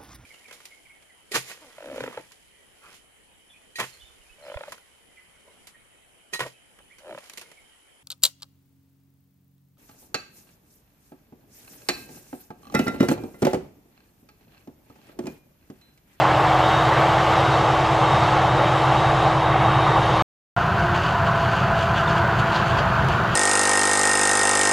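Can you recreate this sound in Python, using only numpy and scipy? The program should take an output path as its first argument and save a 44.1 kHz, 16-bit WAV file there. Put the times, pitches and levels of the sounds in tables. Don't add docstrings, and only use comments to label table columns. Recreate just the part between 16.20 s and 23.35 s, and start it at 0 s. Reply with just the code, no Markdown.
import sys
import numpy as np
from scipy import signal
from scipy.fft import rfft, irfft
from scipy.io import wavfile
from scipy.ndimage import uniform_filter1d

SR = 44100
rng = np.random.default_rng(int(sys.argv[2]) if len(sys.argv) > 2 else 0)


def generate_wav(sig):
    pcm = np.round(np.clip(np.atleast_2d(sig).T, -1, 1) * 32767).astype(np.int16)
    wavfile.write(sys.argv[1], SR, pcm)


N = 315315

SIDE_ENDS_S, FRONT_STARTS_S = 4.0233, 4.3646

# first and last pitch in Hz, first and last level in dB.
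DRONE_SIDE_TONES = [(43.4, 40, -47.5, -43), (66.5, 63, -54.5, -40.5), (79.2, 80.2, -38.5, -39),
                    (106.8, 114, -38, -30.5), (125.9, 127, -29, -28), (135.9, 136.2, -34, -29),
                    (146.6, 144, -34, -33), (161.5, 160, -46, -46), (173.2, 176, -45, -39),
                    (192.6, 192, -52, -43), (354, 361, -46.5, -40.5)]
DRONE_FRONT_TONES = [(60.2, 61, -50.5, -40), (89.3, 88.3, -34, -39.5), (99, 101, -33, -45.5),
                     (121.2, 117, -30, -31), (135.3, 132.6, -40, -34.5), (146, 140, -39, -40),
                     (161, 158, -37.5, -35), (172.8, 176, -47, -52), (200, 220, -45, -44.5),
                     (295.5, 297.5, -44.5, -46), (405, 399, -42, -42.5)]

# time in seconds, blade rate in Hz.
BLOWER_SPEED = [(0.1, 313.3), (0.4, 318.5), (0.8, 325), (1.3, 324.3), (1.45, 322.2), (1.75, 323.8),
                (2.1, 319.4), (2.85, 325), (3.3, 322.3), (3.7, 322), (4.02, 318.5)]
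BLOWER_DB, TURBO_DB = -31.5, -64
GEAR_RATIO = 11.62
# time in seconds, level in dB.
GEAR_LEVEL = [(0, -51), (.36, -51), (.43, -41.5), (.62, -38.5), (.8, -52), (1.17, -52), (1.26, -42),
              (1.62, -46.5), (2.0, -40.5), (2.17, -49), (2.32, -44), (3.03, -43), (3.12, -53.5),
              (3.22, -40), (3.42, -46.5), (3.62, -39), (4.0, -40.5)]
# time in seconds, pitch in Hz.
TURBO_PITCH = [(0.0, 11230), (0.55, 11480), (0.9, 11410), (1.45, 11110), (2.0, 11020), (2.4, 11080),
               (2.8, 11010), (3.05, 10770), (3.45, 10850), (3.65, 10770), (4.0, 10790)]
# time in seconds, pitch in Hz, level in dB of the pitch and of its double.
PUMP_WHINE = [(4.37, 351, -54, -29), (4.5, 353, -46, -31), (4.65, 344, -34.5, -26), (4.8, 350.5, -34, -36),
              (5.0, 350, -46, -37), (5.3, 353, -54, -55), (5.6, 350, -56, -60)]
# time in seconds, knife rate in Hz, levels in dB of its first three multiples.
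KNIFE_WHINE = [(4.37, 335.9, -54, -35, -36), (4.8, 335.5, -60, -48, -37), (5.0, 336.5, -56, -28.5, -30.5),
               (5.6, 335.4, -47, -28, -35), (6.0, 337.6, -37, -28, -35), (6.4, 336.2, -38.5, -31.5, -34),
               (6.7, 331.5, -50, -31, -38), (7.15, 333, -38, -39, -42)]

# pitch in Hz, width in Hz, level in dB.
LOW_STALK_RINGS = [(2815, 1020, -3), (3525, 930, -23), (4510, 670, -14.5)]
HIGH_STALK_RINGS = [(6160, 1300, -20.5), (7380, 800, -25.5), (8800, 1100, -31)]
# peak time in seconds, peak in dB, length in seconds.
STALK_ARMFULS = [(4.38, -52, 0.038), (4.59, -47, 0.084), (4.758, -34.5, 0.067), (4.846, -36, 0.15),
                 (5.064, -40, .05), (5.2, -43, 0.18), (5.345, -37, 0.12), (5.596, -36.5, 0.13),
                 (5.78, -36, 0.093), (5.89, -35, .07), (5.975, -36, 0.055), (6.194, -36, .05),
                 (6.27, -40, .07), (6.352, -35, 0.15), (6.478, -37, .12), (6.58, -34, 0.062),
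                 (6.91, -39, .1), (7.14, -37, 0.073)]
RUSTLE_DB, HIGH_RINGS_LIFT_DB = -37, 1.5
RISE_SHARE = 0.45
# start in seconds, relative strength in dB, pitch in Hz.
STALK_SNAPS = [(4.9294, -28, 2700), (5.1193, -31, 2596), (5.2883, -29, 2980), (5.5884, -25, 2920),
               (5.8753, -26, 3521), (6.5206, -27, 2650), (6.8478, -25, 3007), (6.887, -14, 3010)]
# middle in seconds, level in dB, pitch in Hz, width in Hz, length in seconds.
STALK_CRUNCHES = [(4.76, -50, 6000, 2500, .03), (4.856, -41, 4600, 500, .04), (5.78, -33, 3000, 900, 0.037),
                  (5.878, -32.5, 3540, 500, .012), (5.91, -42, 4700, 900, .015),
                  (6.192, -47, 6500, 3015, .03), (6.357, -35, 3100, 900, .02),
                  (6.365, -33, 4100, 1300, 0.04), (6.585, -43, 2900, 600, .03),
                  (6.592, -39, 4600, 900, .04)]

# frequency in Hz, relative strength in dB per Hz.
ROAR_SIDE_COLOUR = [(20, -29), (60, -12), (125, -7), (190, -10.5), (260, -21.5), (350, -10), (750, -1),
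                    (1200, -7.5), (2000, -15), (3200, -19.5), (5000, -31.5), (7500, -36.5), (10000, -47),
                    (15500, -61.5)]
ROAR_FRONT_COLOUR = [(20, -24.5), (60, -10.5), (120, -2.5), (200, -6), (275, -23), (350, -15), (520, -13),
                     (720, -8), (1500, -7), (2100, -21.5), (4000, -32.5), (7500, -49), (10000, -53),
                     (15500, -54.5)]
# frequency in Hz, width in Hz, boost or cut in dB.
SIDE_PANELS = [(759, 54, 3.5), (857, 9, 9), (1154, 220, 5), (3170, 150, 1), (2470, 100, -6.5),
               (3290, 150, -0.5), (6900, 300, -4), (8520, 520, -7.5), (12500, 2500, -4.5)]
FRONT_PANELS = [(696, 62, 3.2), (355, 47, 4.3), (1022, 60, 2.1), (1490, 150, 1.9)]
# time in seconds, roar level in dB, lift of the rustling treble in dB.
SIDE_LOAD = [(0.0, -16, -0.5), (1.17, -16, 1.5), (1.671, -18, 2.2), (2.1, -16, 1), (2.3, -18, 0),
             (2.6, -17, 0.5), (3.05, -17.5, 1), (3.16, -19.5, 0.5), (3.28, -17, -4), (3.68, -17, -1.5),
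             (4.02, -17.5, 1.5)]
FRONT_LOAD = [(4.37, -21, 0), (4.86, -21, 0), (5.68, -21, 0.0012), (6.33, -20, 0), (7.15, -20, 0)]
RUMBLE_SIDE_DB, RUMBLE_FRONT_DB = 0.8, 1.7

# frequency in Hz, left-minus-right below the sum in dB.
STEREO_WIDTH = [(60, -31), (120, -42), (240, -34), (480, -33), (950, -38), (1890, -27), (3770, -20),
                (7520, -15), (15000, -13)]
DIP_HZ = 8100
NOTCH_HZ, EDGE_HZ = 5932, 15700


def gain_of(db):
    return 10 ** (np.asarray(db) / 20)


def evened(x):
    return x / np.sqrt(np.mean(x ** 2) + 1e-20)


def read(points, hz):
    f, value = np.transpose(points)
    return np.interp(np.log(hz + 1), np.log(f + 1), value)


def curves(rows, t):
    s, *columns = np.transpose(rows)
    return [np.interp(t, s, column) for column in columns]


def drift(top_hz):
    spectrum = rfft(rng.standard_normal(N))
    hz = np.fft.rfftfreq(N, 1 / SR)
    return evened(irfft(spectrum / (1 + (hz / top_hz) ** 2), N))


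def tone(hz, db, waver_db, waver_hz, blur_rad):
    phase = 2 * np.pi * np.cumsum(hz * np.ones(N)) / SR
    phase += 2 * np.pi * rng.random() + blur_rad * drift(waver_hz)
    level = gain_of(db + waver_db * drift(waver_hz))
    return np.sqrt(2) * level * np.sin(phase)


def multiples(base_hz, levels_db, waver_db, waver_hz, blur_rad):
    return sum(tone(k * base_hz, db, waver_db, waver_hz, blur_rad) for k, db in enumerate(levels_db, 1))


def resonate(x, hz, width):
    b, a = signal.iirpeak(hz, hz / width, SR)
    once = signal.lfilter(b, a, x)
    return signal.lfilter(b, a, once)


def drone(tones, span, t, waver_db, waver_hz, blur_rad):
    out = np.zeros(N)
    for row in tones:
        hz = np.interp(t, span, row[:2])
        db = np.interp(t, span, row[2:])
        out += tone(hz, db, waver_db, waver_hz, blur_rad)
    return out


def side_whines(t):
    blower_hz, = curves(BLOWER_SPEED, t)
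    gear_db, = curves(GEAR_LEVEL, t)
    turbo_hz, = curves(TURBO_PITCH, t)
    blower = tone(blower_hz, BLOWER_DB, 0.6, 9.3, 0.25)
    gear = tone(GEAR_RATIO * blower_hz, gear_db, 2.8, 22.0, 0.25)
    turbo = tone(turbo_hz, TURBO_DB, 3.0, 50.0, 1.1)
    return blower + gear + turbo


def front_whines(t):
    knife_hz, *knife_db = curves(KNIFE_WHINE, t)
    pump_hz, *pump_db = curves(PUMP_WHINE, t)
    knives = multiples(knife_hz, knife_db, 1.9, 16.0, 0.4)
    pump = multiples(pump_hz, pump_db, 3.7, 22.0, 0.58)
    return knives + pump


def crunches(t):
    out = np.zeros(N)
    age = t[:4096] - t[2048]
    for s, db, hz, width, length in STALK_CRUNCHES:
        swarm = rng.standard_normal(4096) * (rng.random(4096) < 0.08)
        burst = evened(resonate(swarm, hz, width)) * np.exp(-(2 * age / length) ** 2)
        out[round(s * SR) - 2048:][:4096] += gain_of(db) * burst
    return out


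def snaps(t):
    out = np.zeros(N)
    age = t[:300]
    tick = 0.8 * np.sin(2 * np.pi * 7600 * age) * np.exp(-age / 0.0001)
    for s, db, hz in STALK_SNAPS:
        ring = np.cos(2 * np.pi * hz * age) * np.exp(-age / 0.0008)
        out[round(s * SR):][:len(age)] += gain_of(db) * 0.54 * (ring + tick)
    return out


def ringing_stalks(grains, rings):
    out = np.zeros(N)
    for hz, width, db in rings:
        clicks = grains * rng.choice([-1, 1], N)
        out += gain_of(db) * evened(resonate(clicks, hz, width))
    return out


def rustle(t):
    strength = gain_of(3.0 * np.minimum(rng.exponential(1, N), 5))
    grains = strength * (rng.random(N) < 5000 / SR)
    low = ringing_stalks(grains, LOW_STALK_RINGS)
    high = ringing_stalks(grains, HIGH_STALK_RINGS)
    loudness = gain_of(RUSTLE_DB) * np.ones(N)
    for s, db, length in STALK_ARMFULS:
        spread = np.where(t < s, RISE_SHARE * length, length)
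        loudness += gain_of(db) * np.exp(-(2 * (t - s) / spread) ** 2)
    return loudness * (low + gain_of(HIGH_RINGS_LIFT_DB) * high)


def roar(colour, panels, load, rumble_db, patchy_db, lumpy_db):
    load_s, level_db, bright_db = np.transpose(load)
    frames, hz = N // 512 + 5, np.fft.rfftfreq(2048, 1 / SR)
    a, b, patches, lumps = rng.standard_normal((frames, 1025, 4)).T
    patches = evened(uniform_filter1d(uniform_filter1d(patches, size=20, axis=0), size=6, axis=1))
    lumps = evened(uniform_filter1d(uniform_filter1d(lumps, size=12, axis=0), size=2, axis=1))
    shape_db = read(colour, hz)
    for f, width, db in panels:
        shape_db = shape_db + db / (1 + (2 * (hz - f) / width) ** 2)
    shape = gain_of(shape_db)
    shape = shape / np.linalg.norm(shape[(hz > 400) & (hz < 2000)])
    treble = np.exp(-np.log2((hz + 1) / 6500) ** 2)[:, None]
    bass = (hz < 260)[:, None]
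    t = np.arange(frames) * 512 / SR
    moving_db = np.interp(t, load_s, level_db) + treble * np.interp(t, load_s, bright_db) + bass * rumble_db
    moving_db = moving_db + patchy_db * patches + lumpy_db * lumps
    spectra = (a + 1j * b) * shape[:, None] * gain_of(moving_db)
    return signal.istft(spectra, nperseg=2048, noverlap=1536)[1][:N]


def side_on(t):
    engines = drone(DRONE_SIDE_TONES, (0, SIDE_ENDS_S), t, 1.5, 3.9, 0.5)
    machines = roar(ROAR_SIDE_COLOUR, SIDE_PANELS, SIDE_LOAD, RUMBLE_SIDE_DB, 0.81, 0.84)
    return engines + side_whines(t) + machines


def head_on(t):
    engines = drone(DRONE_FRONT_TONES, (FRONT_STARTS_S, N / SR), t, 2.3, 7.8, 0.9)
    stalks = crunches(t) + rustle(t) + snaps(t)
    machines = roar(ROAR_FRONT_COLOUR, FRONT_PANELS, FRONT_LOAD, RUMBLE_FRONT_DB, 0.71, 1.5)
    direct = engines + front_whines(t) + stalks + machines
    dipped = signal.lfilter(*signal.iirnotch(DIP_HZ, 14.0, SR), direct)
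    return 0.76 * dipped + 0.18 * direct


def late_side(mid):
    late = np.roll(mid, 900)
    width = gain_of(read(STEREO_WIDTH, np.fft.rfftfreq(N, 1 / SR)))
    strength = evened(gain_of(21.3 * np.tanh(3.7 * drift(12.3))))
    return irfft(rfft(late) * width, N) * strength


def scene():
    t = np.arange(N) / SR
    mid = np.where(t < SIDE_ENDS_S, side_on(t), head_on(t))
    side = late_side(mid)
    return np.array([mid + side, mid - side])


def record(dry):
    t = np.arange(N) / SR
    notched = signal.lfilter(*signal.iirnotch(NOTCH_HZ, 60.0, SR), dry)
    cut = notched * ((t < SIDE_ENDS_S) | (t >= FRONT_STARTS_S))
    low_pass = signal.firwin(1023, EDGE_HZ, window=("kaiser", 9), fs=SR)
    return signal.oaconvolve(cut, low_pass[None], "same")


dry = scene()
out = record(dry)
generate_wav(out)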